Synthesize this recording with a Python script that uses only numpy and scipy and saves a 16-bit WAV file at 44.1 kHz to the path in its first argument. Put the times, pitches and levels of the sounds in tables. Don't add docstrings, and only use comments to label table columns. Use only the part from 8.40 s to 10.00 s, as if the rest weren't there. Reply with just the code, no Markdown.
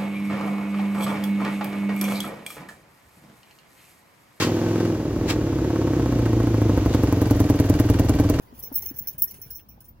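import sys
import numpy as np
from scipy import signal
from scipy.fft import rfft, irfft, next_fast_len
from scipy.io import wavfile
from scipy.ndimage import uniform_filter1d, map_coordinates

SR = 44100
rng = np.random.default_rng(int(sys.argv[2]) if len(sys.argv) > 2 else 0)


def wav_out(sig):
    wavfile.write(sys.argv[1], SR, np.round(np.clip(np.atleast_2d(sig).T, -1, 1) * 32767).astype(np.int16))


N = 70560
TIME = np.arange(N) / SR
LEFT_RIGHT = np.array([[.5], [-.5]])

def amp(db):
    return 10 ** (np.asarray(db) / 20)

def unit(x):
    return x / np.sqrt(np.mean(x ** 2) + 1e-20)

def along(points, hz):
    f, values = np.transpose(points)
    return np.interp(np.log(hz + 1), np.log(f + 1), values)

def envelope(rows):
    return amp(np.interp(TIME, *np.transpose(rows)))

def burst(start, rise, t60):
    shape = np.zeros(N)
    live = np.arange(int(start * SR), min(int((start + rise + 2 * t60) * SR), N))
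    t = live / SR - start
    shape[live] = np.clip(t / rise, 0, 1) * amp(-60 * np.maximum(t - rise, 0) / t60)
    return shape

def wobble(knots_per_s):
    return map_coordinates(rng.standard_normal(4096), [TIME * knots_per_s], mode="wrap")

def filtered(x, response):
    size = next_fast_len(N + SR // 2)
    return irfft(rfft(x, size) * response(np.fft.rfftfreq(size, 1 / SR)), size)[..., :N]

def spread(pair, spectrum, correlation):
    def weights(hz):
        angle = np.arccos(np.clip(along(correlation, hz), -1, 1)) / 2
        return amp(along(spectrum, hz)) * np.array([np.cos(angle), np.sin(angle)])
    mid, side = filtered(pair, weights)
    return unit(np.array([mid + side, mid - side]))

def noise(spectrum, correlation):
    return spread(rng.standard_normal((2, N)), spectrum, correlation)

def patchy(x, depth_db=5):
    cells = signal.stft(x, nperseg=512)[2]
    field = uniform_filter1d(rng.standard_normal(cells.shape[1:]), size=3, axis=0)
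    field = uniform_filter1d(field, size=5, axis=1)
    return unit(signal.istft(cells * amp(depth_db * unit(field)), nperseg=512)[1][:, :N])

# f/Hz, relative level/dB
RUMBLE_SPECTRUM = [(15, -18), (25, -1.5), (40, -11.5), (60, 4), (80, -2), (108, -1), (140, -11.5),
                   (200, -9), (300, -16), (900, -104)]
BREEZE_SPECTRUM = [(100, 3.5), (200, 0.5), (400, -2.5), (700, -4.5), (1000, -2.5), (1400, -11),
                   (2200, -22.5), (3500, -20.5), (8000, -30), (16000, -16)]
# t/s, relative level/dB
RUMBLE_ENVELOPE = [(0.0, -67), (0.146, -50), (0.258, -56), (0.346, -50), (0.686, -54.5), (0.83, -51),
                   (0.882, -57), (0.94, -50), (1.242, -57.5), (1.3, -50), (1.42, -54), (1.6, -51.5)]
BREEZE_ENVELOPE = [(0.0, -59), (0.114, -58), (0.298, -57), (0.552, -61.5), (1.6, -65.5)]
# f/Hz, left-right correlation
AIR_CORRELATION = [(60, 0.97), (250, 0.62), (550, 0.41), (1000, -0.35), (3000, -0.53)]

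def wind(rumble_db=-0.5, breeze_db=4):
    rumble = envelope(RUMBLE_ENVELOPE) * noise(RUMBLE_SPECTRUM, correlation=[(60, 0.99), (200, 0.79)])
    breeze = envelope(BREEZE_ENVELOPE) * noise(BREEZE_SPECTRUM, AIR_CORRELATION)
    return amp(rumble_db) * rumble + amp(breeze_db) * breeze

# f/Hz, relative level/dB
HAIR_SPECTRUM = [(500, 11), (1000, -13.5), (1600, 5.5), (2800, 1), (3900, -6.5), (5000, -1.5), (7000, -14),
                 (9000, -33.5), (15000, -11.5)]
# t/s, relative level/dB
HAIR_ENVELOPE = [(0.0, -66), (0.512, -56.5), (0.524, -63.5), (0.704, -61.5), (0.778, -66.5), (0.81, -67),
                 (0.934, -64), (0.943, -56.5), (0.992, -67), (1.104, -61), (1.176, -77), (1.198, -59),
                 (1.22, -74), (1.362, -70), (1.524, -76), (1.6, -74)]

def hair(gain_db=2):
    rustle = noise(HAIR_SPECTRUM, correlation=[(1000, 0.33), (2500, 0.51), (5000, 0.8)])
    return amp(gain_db) * envelope(HAIR_ENVELOPE) * patchy(rustle)

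def contacts(per_s=3500, spread_db=5):
    hits = rng.random((2, N)) < per_s / SR
    polarity = np.sign(rng.standard_normal((2, N)))
    return unit(hits * polarity * amp(spread_db * rng.standard_normal((2, N))))

def ring(modes, flicker_db=2, flicker_per_s=76):
    total = 0
    for hz, width, db in modes:
        strength = amp(db + flicker_db * wobble(flicker_per_s))
        cycles = np.cumsum(hz + width * wobble(2 * width)) / SR + rng.random()
        total += strength * np.sin(2 * np.pi * cycles)
    return unit(total)

# t/s, rise/s, t60/s, relative level/dB of the top ring, middle ring,
# low ring and hiss, f/Hz of the low ring
SWISHES = [ (0.016, 0.0077, 0.38, -71, -87, -83, -61.5, 5460), (0.136, 0.02, 1, -61, -61, -72, -54.5, 6040),
           (0.187, 0.011, 0.075, -39, -37, -58.5, -47, 5620),
           (0.224, 0.014, 0.13, -29.5, -37.5, -41.5, -43, 5610),
           (.264, 0.013, 0.045, -35, -71, -60, -59, 5680), (0.322, 0.0047, 0.27, -41, -38, -57, -56, 5800),
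           (0.339, 0.0049, 0.24, -28.5, -41, -49, -57, 5520),
           (0.353, 0.0054, 0.11, -17.5, -24.5, -49.5, -43, 5490),
           (0.375, 0.0044, 0.082, -23, -31.5, -43.5, -40.5, 5640),
           (0.42, 0.0031, 0.22, -39, -37.5, -48, -45, 5740),
           (0.4565, 0.0046, 0.14, -26.5, -34, -44.5, -40, 5750),
           (0.491, 0.011, 0.062, -31, -38, -53, -42, 5780), (0.538, 0.0061, 0.26, -65, -51, -59, -54, 5750),
           (0.56, 0.0066, 0.36, -38, -42, -55, -50.5, 5750),
           (0.585, 0.0061, 0.079, -22.5, -32.5, -46.5, -40.5, 5725),
           (.614, 0.0085, 0.044, -27.5, -63, -62, -62, 5750),
           (.634, 0.0028, 0.086, -45, -45, -66, -60, 5750),
           (.672, 0.00089, 0.13, -29, -32.5, -43.5, -41, 5450),
           (0.678, 0.0083, 0.091, -26, -33.5, -41.5, -41.5, 5800),
           (.727, 0.0047, 0.11, -50, -62, -61, -49, 5620),
           (0.779, 0.007, 0.32, -28.5, -41, -54.5, -46.5, 5800),
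           (0.8194, 0.0029, 0.057, -10, -32, -33.5, -36, 5464),
           (0.822, 0.019, 0.059, -32.5, -20, -47.5, -42, 5534),
           (0.87, 0.011, 0.22, -44, -40.5, -49.5, -49, 5630),
           (0.909, 0.0033, 0.048, -34.5, -39, -58, -40, 6100),
           (0.939, 0.0018, 0.3, -61.5, -69, -81, -48.5, 5900),
           (1.015, 0.0024, 0.17, -37.5, -37, -47, -54, 5580),
           (1.061, 0.0031, 0.36, -59.5, -76, -86, -56.5, 5600),
           (1.104, 0.0034, 0.21, -33.5, -42, -47, -52.5, 5400),
           (1.148, 0.011, 0.15, -33.5, -43, -46.5, -56, 5655),
           (1.195, 0.0029, 0.024, -58.5, -72, -63.5, -48.5, 5660),
           (1.285, 0.0081, 0.19, -45, -51.5, -58.5, -65, 5600),
           (1.405, 0.00082, 0.12, -51, -54, -64.5, -49.5, 5450),
           (1.442, 0.0022, 0.18, -52, -80.5, -67, -58, 5700),
           (1.477, 0.014, 0.076, -56, -62.5, -71, -62.5, 5370)]
TOP, MIDDLE, LOW, HISS = range(4)

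def swish_envelope(column, scatter_db=0):
    offsets_db = scatter_db * rng.uniform(-1, 1, len(SWISHES))
    power = sum((amp(levels[column] + offset) * burst(start, rise, t60)) ** 2
                for (start, rise, t60, *levels, _), offset in zip(SWISHES, offsets_db))
    return np.sqrt(power)

# f/Hz, relative level/dB
HISS_SPECTRUM = [(1500, -28), (2800, -10.5), (3900, -9), (5000, -8.5), (6000, -4), (7200, -5.5),
                 (8400, -3.5), (9600, -.5), (11000, 3), (12700, 1), (13500, 8.5), (14500, -7),
                 (15600, 10.5), (16200, -27)]
# f/Hz, left-right correlation
HISS_CORRELATION = [(2000, 1), (5000, 1), (7200, 1), (8400, 0.87), (9600, 1), (11000, 0.6), (15000, .93)]

def hiss(gain_db=0.5):
    strength = amp(gain_db) * swish_envelope(HISS)
    return strength * patchy(spread(contacts(), HISS_SPECTRUM, HISS_CORRELATION))

# f/Hz, width/Hz, relative level/dB
TOP_MODES = [(15135, 45, 0), (15110, 170, -6), (15320, 90, -9), (15705, 45, -7), (14750, 300, -17)]
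MIDDLE_MODES = [(11889, 28, 0), (11900, 220, -3), (12390, 55, -5), (12575, 50, -2)]

def bright_ring(gain_db=-1.5):
    total = 0
    for modes, column in (TOP_MODES, TOP), (MIDDLE_MODES, MIDDLE):
        group = sum(amp(db) * swish_envelope(column, scatter_db=2) * ring([(hz, width, 0)])
                    for hz, width, db in modes)
        total += group / np.linalg.norm([amp(db) for _, _, db in modes])
    return amp(gain_db) * total

# f/Hz, width/Hz, relative level/dB
LOW_MODES = [(5600, 55, 0), (5700, 220, -4), (6150, 200, -13)]

def low_ring(incoherent_db=3, pan_db=-5):
    incoherent = amp(incoherent_db) * np.array([ring(LOW_MODES), ring(LOW_MODES)])
    analytic = signal.hilbert(unit(ring(LOW_MODES) + incoherent))
    shifts = 0
    for start, rise, t60, *levels, hz in SWISHES:
        rotation = np.exp(2j * np.pi * (hz - LOW_MODES[0][0]) * (TIME - start))
        shifts += amp(levels[LOW]) * burst(start, rise, t60) * rotation
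    return np.real(analytic * shifts) * amp(pan_db * LEFT_RIGHT)

# t/s, f/Hz, level/dB, t60/s
THUDS = [(0.123, 247, -40, 0.074), (.234, 423, -43.5, 0.01), (0.314, 269, -29.5, 0.051),
         (.314, 897, -46.5, 0.042), (0.425, 876, -44.5, 0.013), (.508, 272, -32.5, 0.052),
         (0.54, 137, -43, 0.05), (0.605, 157.6, -40.5, 0.082), (0.744, 129, -40.5, 0.06),
         (0.819, 179, -40.5, 0.062), (.820, 398, -52.5, 0.04), (.915, 200, -48.5, 0.21),
         (.985, 395, -46.5, 0.025), (1.059, 132, -41.5, 0.072), (1.368, 193.7, -49.5, 0.13),
         (1.376, 808, -51.5, 0.028)]
# f/Hz, relative level/dB
SCUFF_SPECTRUM = [(100, -10), (300, 1), (600, -0.5), (900, -11), (1400, -13), (4000, -49)]

def thuds(rise_s=0.0052, scuff_db=-14.5, left_lead_s=0.0002, pan_db=2.5):
    scuff = amp(scuff_db) * noise(SCUFF_SPECTRUM, AIR_CORRELATION)
    knocks = 0
    for start, hz, db, t60 in THUDS:
        tone = np.sin(2 * np.pi * hz * (TIME - start))
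        knocks += amp(db) * burst(start, rise_s, t60) * (tone + scuff)
    placed = filtered(knocks, lambda hz: np.exp(2j * np.pi * hz * left_lead_s * LEFT_RIGHT))
    return placed * amp(pan_db * LEFT_RIGHT)

# t/s, level/dB
SNAPS = [(.2275, -59), (.3545, -44), (0.36, -38), (.4236, -61), (0.4583, -45), (0.5076, -47), (0.5854, -54),
         (0.673, -46), (0.6842, -33), (0.779, -52), (0.793, -48), (0.8174, -33.5), (0.912, -52),
         (0.943, -39), (1.016, -48), (1.198, -56), (1.4084, -46)]
# f/Hz, relative level/dB
SNAP_SPECTRUM = [(1500, -28), (3000, -9), (6000, -14), (10000, 3), (15500, 7.5), (16500, -22)]

def snaps(rise_s=0.0004, t60_s=0.015):
    strength = sum(amp(db) * burst(start, rise_s, t60_s) for start, db in SNAPS)
    return strength * noise(SNAP_SPECTRUM, HISS_CORRELATION)

# t/s, rise/s, t60/s, f/Hz, width/Hz, level/dB
PINGS = [(0.238, .001, 0.037, 5870, 144, -54), (0.3555, 0.0008, 0.053, 5630, 119.4, -32),
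         (0.422, 0.0011, 0.029, 5760, 424, -40), (0.49, .001, 0.019, 5670, 120, -34.5),
         (.683, 0.0014, 0.022, 5930, 200, -45), (.727, 0.0094, 0.03, 9900, 244, -57),
         (.876, .002, .06, 5690, 87.6, -50), (0.941, 0.0018, 0.054, 2060, 50, -57),
         (0.94, 0.0017, 0.19, 2622, 300, -64), (.993, 0.0066, 0.25, 10250, 120, -59.5),
         (1.094, 0.014, 0.14, 9960, 204, -54.5), (1.192, 0.011, 0.077, 2670, 127, -68.5),
         (1.440, 0.015, 0.13, 9030, 588, -58), (1.478, 0.013, 0.087, 14500, 44.5, -44.5)]

def pings():
    return sum(amp(db) * burst(start, rise, t60) * ring([(hz, width, 0)])
               for start, rise, t60, hz, width, db in PINGS)

# f/Hz, lead of the left channel/rad
HOUSING_PHASE = [(0, 0), (2800, 0), (3800, 3.1), (4700, .5), (5600, 2.9), (6600, -.2), (7200, 0),
                 (7900, -3), (8700, -3.3), (10400, -6.1), (11200, -6.4), (13400, -9.4), (15100, -11.9),
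                 (16000, -12.7)]

def from_right(x):
    return filtered(x, lambda hz: np.exp(1j * np.interp(hz, *np.transpose(HOUSING_PHASE)) * LEFT_RIGHT))

def scene():
    swishes = bright_ring() + hiss() + low_ring()
    return from_right(swishes + snaps() + pings()) + hair() + thuds() + wind()

def record(dry, cutoff_hz=16500):
    return filtered(dry, lambda hz: 1 / (1 + (hz / cutoff_hz) ** 120))

dry = scene()
out = record(dry)
wav_out(out)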